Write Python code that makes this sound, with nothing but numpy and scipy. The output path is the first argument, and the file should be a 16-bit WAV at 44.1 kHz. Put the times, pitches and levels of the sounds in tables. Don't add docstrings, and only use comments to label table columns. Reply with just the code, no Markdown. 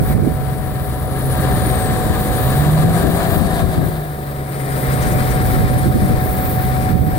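import sys
import numpy as np
from scipy import signal
from scipy.fft import rfft, irfft
from scipy.io import wavfile
from scipy.ndimage import uniform_filter1d, map_coordinates

SR = 44100
rng = np.random.default_rng(int(sys.argv[2]) if len(sys.argv) > 2 else 0)


def wav_out(sig):
    wavfile.write(sys.argv[1], SR, np.round(np.clip(np.atleast_2d(sig).T, -1, 1) * 32767).astype(np.int16))


N = 316638
TIME = np.arange(N) / SR
BINS = np.fft.rfftfreq(N, 1 / SR)


def gain_of(db):
    return 10 ** (np.asarray(db) / 20)


def evened(x):
    return x / np.sqrt(np.mean(x ** 2) + 1e-20)


def read(points, hz):
    f, value = np.transpose(points)
    return np.interp(np.log(hz + 1), np.log(f + 1), value)


def played(rows):
    s, *columns = np.transpose(rows)
    return [np.interp(TIME, s, column) for column in columns]


def drift(rate_hz, size=16384):
    coarse = np.linspace(0, TIME[-1], size)
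    rates = np.fft.rfftfreq(size, coarse[1])
    smooth = irfft(rfft(rng.standard_normal(size)) / (1 + (rates / rate_hz) ** 4))
    return np.interp(TIME, coarse, evened(smooth))


def panned(pan_db):
    sides = gain_of(np.array([[.5], [-.5]]) * pan_db)
    return sides / sides.mean(0)


def burst(s, length):
    return np.exp(-np.minimum((2 * (TIME - s) / length) ** 2, 20))


def noise():
    return rng.standard_normal((2, N))


def grains(per_s, spread_db):
    size = gain_of(spread_db * np.minimum(rng.exponential(1, N), 4))
    return evened(noise() * size * (rng.random(N) < per_s / SR))


def tone(turns):
    return np.sqrt(2) * np.sin(2 * np.pi * (turns + rng.random()))


def delayed(x, ms):
    return map_coordinates(x, [np.arange(N) - ms * SR / 1000], order=5)


# frequency in Hz, left minus right in dB.
PORTS = [(60, -13), (140, 3.5), (300, 0), (600, 4), (1000, 5.5), (1400, 7.5), (1700, 9.5), (2300, 9.5),
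         (2900, 8.5), (3650, 1), (4500, 5), (5600, 3), (6100, 5), (7300, 8.5), (8300, 29), (9000, 16.5),
         (9450, 28), (10200, 25), (11200, 6.5), (12500, 3.5), (15000, -4)]
# frequency in Hz, left-right correlation (no unit).
LIKENESS = [(30, 0.45), (130, 1), (600, 0.69), (1000, 0.46), (1600, 0.76), (3000, 0.71), (6000, 0.065)]


def coloured(drive, spectrum):
    a, b = rfft(drive)
    same = np.clip(read(LIKENESS, BINS), -1, 1)
    pair = np.array([a, same * a + np.sqrt(1 - same ** 2) * b])
    sides = panned(read(PORTS, BINS))
    mid = np.sqrt((sides ** 2).sum(0) + 2 * same * sides.prod(0))
    out = irfft(pair * sides / mid * gain_of(read(spectrum, BINS)), N)
    return out / np.std(out.mean(0))


# time in seconds, level in dB before each layer's own level, left minus right in dB.
MACHINE = [(0, -39, 8), (.1, -32.5, 3), (.35, -39.5, 9.5), (1.05, -37.5, 5), (1.5, -30, 5.5),
           (2.3, -30, 4.5), (3.3, -29, 7), (3.6, -30.5, 7), (4.1, -39, 3.5), (4.45, -38.5, 6),
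           (4.85, -30.5, 5.5), (5.2, -30, 6), (5.9, -32, 1.5), (6.25, -33, 7), (6.85, -34, 5.5)]


def groomer_db(follow=1):
    db = played(MACHINE)[0]
    return db.mean() + follow * (db - db.mean())


# time in seconds, firing rate in Hz.
ENGINE = [(0, 138.6), (.6, 135.5), (.95, 131.3), (1.4, 133.1), (1.65, 126), (2.15, 102), (2.28, 103),
          (2.45, 129.5), (2.7, 152), (3, 168.5), (3.3, 173.5), (3.6, 167.9), (3.9, 156), (4.3, 141),
          (5, 131.2), (5.6, 126.4), (6.3, 130.2), (7.18, 128.5)]


def crank(jitter=0.0031):
    hz = played(ENGINE)[0]
    return hz, np.cumsum(hz * (1 + jitter * drift(17.2))) / SR


def high_revs(hz, cruise_hz=135, span_hz=35):
    return np.clip((hz - cruise_hz) / span_hz, 0, 1)


# multiple of the firing rate, relative level in dB.
EXHAUST = [(1, 0.5), (1.5, -16), (2, -6), (3, -7.5)]
# frequency in Hz, gain in dB.
PIPE = [(100, -10), (118, -7), (129, 0), (141, -0.5), (156, 2), (163, 1), (172, -8), (200, -5.5),
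        (260, -11), (520, -19)]
PULL_DB, PULL_HZ_PER_S, BOOST_LAG_S = 5, 46, 0.25


def exhaust(hz, turns, level_db=9.5, follow=0.75, rough=0.13, thrum_db=-34):
    gaining = uniform_filter1d(np.gradient(hz) * SR, size=SR // 8)
    boost = np.interp(TIME - BOOST_LAG_S, TIME, np.maximum(gaining, 0))
    pull_db = PULL_DB * np.tanh(boost / PULL_HZ_PER_S)
    note = 0
    for k, db in EXHAUST:
        roughness = 1 + rough * drift(45)
        note = note + gain_of(db + read(PIPE, k * hz)) * tone(k * turns) * roughness
    thrum = gain_of(thrum_db) * tone(turns / 2) * (1 + 0.42 * drift(9.2))
    return (gain_of(groomer_db(follow) + level_db + pull_db) * note + thrum) * panned(-0.9)


# frequency in Hz, relative level in dB.
ROAR = [(10, -45), (28, -7), (48, 3.5), (80, 1), (140, 7), (230, -0.5), (350, -2.5), (500, -0.5), (690, -4),
        (820, -9), (1100, -13.5), (2500, -56)]
# frequency in Hz, relative level in dB.
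INTAKE = [(200, -36), (520, -6), (680, 12), (770, 2.5), (860, -29), (1400, -39)]


def engine_bay(hz, turns, roar_db=8, intake_db=2.5, orders_db=-4, knock=0.19, follow=0.84):
    throb = 1 + knock * np.cos(2 * np.pi * turns)
    combustion = gain_of(roar_db) * coloured(noise() * throb, ROAR)
    intake = gain_of(intake_db) * high_revs(hz) * coloured(noise() * throb, INTAKE)
    orders = evened(sum(tone(k / 6 * turns) * (1 + .6 * drift(6)) / np.sqrt(k) for k in range(10, 66)))
    return gain_of(groomer_db(follow)) * (combustion + intake + gain_of(orders_db) * orders * panned(2.9))


# multiple of the firing rate, relative level in dB when cruising,
# relative level in dB at full revs.
WHINES = [(2.31, -10, -4), (3.12, -11.5, -31), (4, -14, -7.5), (4.6, -8.5, -11)]


def pumps(hz, turns, level_db=2.5, follow=0.8, waver=0.26):
    revs = high_revs(hz)
    whine = 0
    for k, cruise_db, full_db in WHINES:
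        db = cruise_db + revs * (full_db - cruise_db)
        whine = whine + gain_of(db) * tone(k * turns) * (1 + waver * drift(13))
    return whine * gain_of(groomer_db(follow) + level_db) * panned(3.8)


# time in seconds, mean whistle frequency in Hz, relative level in dB.
TURBO = [(0, 10540, -47), (1, 10140, -46), (1.3, 9940, -35), (1.47, 9730, -41), (1.67, 9150, -34),
         (1.82, 8500, -31.5), (1.95, 7800, -46), (2.29, 6652, -54), (2.55, 7100, -53), (2.75, 7493, -50),
         (3.3, 7170, -49), (3.7, 7040, -80)]


def turbo(level_db=-1.0, waver=0.006, fuzz=0.97):
    hz, db = played(TURBO)
    turns = np.cumsum(hz * (1 + waver * drift(156))) / SR
    sidebands = drift(150) * tone(turns) + drift(60) * tone(turns)
    whistle = evened(tone(turns) + fuzz * sidebands)
    return whistle * gain_of(db + level_db) * panned(20)


# frequency in Hz, relative level in dB.
RATTLE_FLANK = [(480, -11), (820, -1.5), (893, -29), (964, 4), (1040, -3.5), (1190, 1.5), (1450, -6),
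                (1680, 0), (2010, -11), (2620, -15), (2970, -13.5), (3800, -9.5), (4600, -15),
                (5680, -28.5), (8000, -18.5), (10400, -53), (17600, -120)]
# frequency in Hz, relative level in dB.
RATTLE_FRONT = [(480, -25), (820, -17), (960, -6.5), (1150, -0.5), (1350, 0), (1500, -2), (1780, -1.5),
                (2300, -5.5), (2700, -15.5), (3150, -14.5), (3650, -13), (4700, -15.5), (5500, -19),
                (6500, -28), (8000, -16), (10400, -48)]
# time in seconds, share of the flank from 0 to 1.
HEADING = [(0, 0.25), (.8, 0.8), (1.5, 0.86), (3.5, 1), (4.5, 0.03), (7.18, 0.05)]


def tracks(turns, level_db=-0.16, clink=0.41, knock=0.069, shake_db=0.97, cleat_hz=22.84, slap=0.1):
    rattle_db, pan_db = played(MACHINE)
    flank = np.clip(played(HEADING)[0], 0, 1)
    cleat_turns = np.cumsum(cleat_hz * (1 + 0.059 * drift(1.62))) / SR
    cleats = 1 + slap * np.cos(2 * np.pi * cleat_turns)
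    clatter = 1 + knock * np.cos(2 * np.pi * turns)
    drive = (noise() + clink * grains(900, 2.8)) * clatter * cleats
    rattle = flank * coloured(drive, RATTLE_FLANK) + (1 - flank) * coloured(drive, RATTLE_FRONT)
    return rattle * gain_of(rattle_db + level_db + shake_db * drift(11.6)) * panned(pan_db - pan_db.mean())


# frequency in Hz, relative level in dB, time to decay by 60 dB in seconds.
STEEL = [(1127, -3, 0.022), (1318, -5.5, 0.036), (1626, 1.5, 0.042), (1797, 0, 0.055), (2026, -2.5, 0.032),
         (2287, -6, 0.019), (3697, -8, 0.05), (4680, -17, .02)]


def clanks(level_db=-6, per_s=260):
    t = np.arange(SR // 10) / SR
    rings = np.zeros((2, N))
    for hz, db, t60 in STEEL:
        ring = evened(gain_of(-60 * t / t60) * np.sin(2 * np.pi * hz * t))
        rings += gain_of(db) * signal.oaconvolve(grains(per_s, 0.53), ring[None], axes=1)[:, :N]
    return evened(rings) * gain_of(groomer_db() + level_db) * panned(3.6)


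# centre in seconds, length in seconds, mean pitch in Hz, level in dB.
SQUEAKS = [(2.369, 0.034, 10050, -34), (4.56, 0.029, 9080, -40), (4.62, .03, 9050, -42),
           (4.716, .05, 9000, -40), (4.941, .03, 8400, -39), (4.981, .03, 9030, -37),
           (5.34, 0.062, 8800, -37), (5.71, 0.036, 9000, -38), (5.79, 0.02, 9700, -32)]
SKID_S, SKID_LENGTH_S, SKID_HZ, SKID_DB = 4.9, 0.85, 8850, -43.5


def squeaks(rasp_hz=170, scrape_hz=380, stutter_db=3):
    sound = sum(gain_of(db) * burst(s, length) * np.sin(2 * np.pi * hz * TIME)
                for s, length, hz, db in SQUEAKS)
    rasp = np.exp(2j * np.pi * np.cumsum(rasp_hz * drift(388)) / SR)
    squeals = np.sqrt(2) * (signal.hilbert(sound) * rasp).real
    scrape = drift(300) * tone(np.cumsum(SKID_HZ + scrape_hz * drift(299)) / SR)
    scrape = scrape * burst(SKID_S, SKID_LENGTH_S) * gain_of(SKID_DB + stutter_db * drift(25))
    return (squeals + scrape) * panned(23)


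# frequency in Hz, relative level in dB.
POWDER = [(6000, -50), (9000, -7), (11000, -8.5), (12500, -2), (15000, 3), (16000, 1)]
# frequency in Hz, relative level in dB.
CRYSTALS = [(2800, -18), (4000, -8.5), (5600, -13), (7500, -13), (8600, 0), (9400, -0.5), (10000, -1),
            (11200, -5), (13000, -6), (16000, -30)]
# frequency in Hz, relative level in dB.
CLOD = [(500, -8), (2000, 9), (3000, -11), (6000, 4), (9000, 5), (15000, -7)]
# centre in seconds, peak level in dB.
CLODS = [(4.935, -41), (5.03, -33), (5.075, -37), (5.125, -36), (5.31, -36)]
# centre in seconds, length in seconds, relative level in dB, left minus right in dB.
PLUMES = [(.08, .12, -36, -2), (2.42, 0.55, -30, 2), (3.33, .08, -29, 14), (5.45, 0.32, -35, -1),
          (6.49, 0.43, -27, -5), (7.05, 0.23, -35, -13)]
# time in seconds, delay in milliseconds, strength as an amplitude ratio.
BOUNCE = [(4.7, .25, 0), (5.45, .287, 0.02), (6.1, 0.31, 0.046), (6.6, 0.3, 0.12), (7.18, 0.36, 0.098)]


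def snow(spray_db=-2.5, spray_follow=0.75, plume_db=-1.0, front_pan_db=-1.0, flank_pan_db=1.5,
         crunch_db=-7.0, crunch_follow=1.07, clump_db=0.8, billow_db=1.5, grit=0.14):
    delay_ms, strength = played(BOUNCE)
    pan_db = front_pan_db + (flank_pan_db - front_pan_db) * played(HEADING)[0]
    steady = gain_of(groomer_db(spray_follow) + spray_db) * panned(pan_db)
    plumes = sum(gain_of(db + plume_db) * burst(s, length) * panned(pan) for s, length, db, pan in PLUMES)
    powder = coloured(noise() + grit * grains(2500, 2.5), POWDER) * np.hypot(steady, plumes)
    crunch = coloured(noise() + grit * grains(1200, 3), CRYSTALS)
    crunch = crunch * gain_of(groomer_db(crunch_follow) + crunch_db)
    clods = coloured(noise(), CLOD) * sum(gain_of(db) * burst(s, 0.03) for s, db in CLODS)
    billowing = gain_of(billow_db * drift(7)) * powder + gain_of(billow_db * drift(15)) * crunch
    hiss = gain_of(clump_db * drift(40)) * billowing
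    echo = strength * np.array([delayed(side, delay_ms) for side in hiss])
    return hiss + echo + clods


# time in seconds, relative level in dB, left minus right in dB.
FAN = [(0, -32, 12), (1, -34, 13), (1.42, -28, 8), (2.4, -27.5, 6), (3.1, -31, -1), (3.6, -30.5, 1),
       (4.3, -38, 4), (5.1, -27.5, 3), (6, -27.5, 9.5), (6.85, -25.5, 9.5)]
# mean frequency in Hz, mean level in dB.
HUMS = [(404, -44), (939, -52), (990.5, -52.5), (1323, -51.5), (8600, -63), (9949, -66)]
FAN_HZ, BEAT_HZ = 745.1, 10.5


def snow_gun(blade_db=-1, beat_db=-11, flicker_db=0.63):
    db, pan_db = played(FAN)
    clock = np.cumsum(1 + .0008 * drift(8)) / SR
    blades = tone(FAN_HZ * clock) + gain_of(beat_db) * tone((FAN_HZ - BEAT_HZ) * clock)
    hums = sum(tone(hz * clock) * gain_of(hum_db + 2 * drift(0.58)) * panned(read(PORTS, hz))
               for hz, hum_db in HUMS)
    return blades * gain_of(db + blade_db + flicker_db * drift(10)) * panned(pan_db) + hums


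# time in seconds, relative rumble level in dB, left minus right in dB.
WIND = [(0, -19, -2), (.4, -23.5, -4), (.65, -26, 3), (1, -28.5, -2), (1.5, -21.5, 2), (2.2, -24, -3),
        (2.8, -20.5, -4), (3.25, -25.5, 10), (3.9, -27.5, 10), (4.1, -41, 14), (4.5, -40, 0),
        (5.05, -21.5, 2), (5.8, -19.5, -3.5), (6.35, -23, -2), (7.18, -21, 0)]
# frequency in Hz, relative level in dB.
RUMBLE = [(8, -45), (18, -15), (28, -14), (45, -8), (65, 0.5), (85, -2.5), (120, -2.5), (200, -8.5),
          (400, -23), (1000, -54), (3000, -92)]
# centre in seconds, length in seconds,
# relative rumble level in dB, relative flutter level in dB, left minus right in dB.
GUSTS = [(.02, 0.052, -24, -16.5, -7), (0.178, 0.082, -10.5, -14.5, -11), (0.27, 0.095, -28, -13, -10),
         (2.11, 0.035, -15.5, -21, 12), (2.871, 0.082, -15, -15, 6), (3.068, 0.086, -28, -14.5, 28),
         (3.399, 0.14, -18.5, -20, 14), (3.65, 0.089, -17.5, -27, 27), (3.79, 0.032, -12, -13.5, 3.5),
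         (3.84, 0.076, -21, -21, 26), (5.62, 0.11, -21.5, -26, -10), (5.882, 0.068, -19.5, -17, -13),
         (5.964, 0.036, -19, -11, -3), (6.036, 0.043, -12, -25, 6), (6.13, 0.05, -16.5, -20.5, 16),
         (6.967, 0.086, -11.5, -25, -25), (7.044, 0.12, -18, -16.5, -8)]
# frequency in Hz, relative level in dB.
FLUTTER = [(10, -50), (40, -29), (100, -2), (200, 4), (350, -3.5), (600, -14), (1500, -51), (4000, -70)]


def wind(level_db=3, gust_db=0, flutter_db=0, shared=0.12, eddy_hz=22, chop=0.32, swell_db=0.74):
    db, pan_db = played(WIND)
    rumble, flutter = (evened(irfft(rfft(noise()) * gain_of(read(shape, BINS)), N))
                       for shape in (RUMBLE, FLUTTER))
    rumble = rumble + shared * rumble[::-1]
    rumble = rumble / np.sqrt(uniform_filter1d(rumble ** 2, size=SR // 10))
    swell = swell_db * np.array([drift(4.6), drift(11)])
    breeze = gain_of(db + level_db + swell) * panned(pan_db)
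    gusts = 0
    for s, length, low, high, pan in GUSTS:
        push = gain_of(low + gust_db) * rumble + gain_of(high + flutter_db) * flutter
        gusts = gusts + burst(s, length) * panned(pan) * push
    eddy_turns = np.cumsum(eddy_hz * (1 + 0.163 * drift(4.0))) / SR
    puffs = 1 + chop * np.cos(2 * np.pi * eddy_turns)
    return puffs * (breeze * rumble + gusts)


# time in seconds, milliseconds by which sound reaches the right port after the left.
BEARING = [(0, 0.11), (3, 0.12), (3.9, 0.24), (4.6, 0.3), (6.5, 0.24), (7.18, 0.29)]


def scene():
    hz, turns = crank()
    engine = exhaust(hz, turns) + engine_bay(hz, turns) + pumps(hz, turns)
    left, right = engine + tracks(turns) + clanks() + snow_gun()
    machines = np.array([left, delayed(right, played(BEARING)[0])])
    return machines + turbo() + squeaks() + snow() + wind()


CEILING_DB, RECOVER_DB_PER_S, SQUEEZE = -11, 49, 0.68
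EDGE_HZ = 15800


def record(dry):
    power = uniform_filter1d(dry ** 2, size=SR // 40).max(0)
    over_db = np.maximum(10 * np.log10(abs(power) + 1e-12) - CEILING_DB, 0)
    release = RECOVER_DB_PER_S * TIME
    held_db = np.maximum.accumulate(over_db + release) - release
    ducked = dry * gain_of(-SQUEEZE * uniform_filter1d(held_db, size=SR // 45))
    rounded = ducked / (1 + ducked ** 6) ** (1 / 6)
    low_pass = signal.firwin(801, EDGE_HZ, window=("kaiser", 9), fs=SR)
    return signal.oaconvolve(rounded, low_pass[None], "same")


dry = scene()
out = record(dry)
wav_out(out)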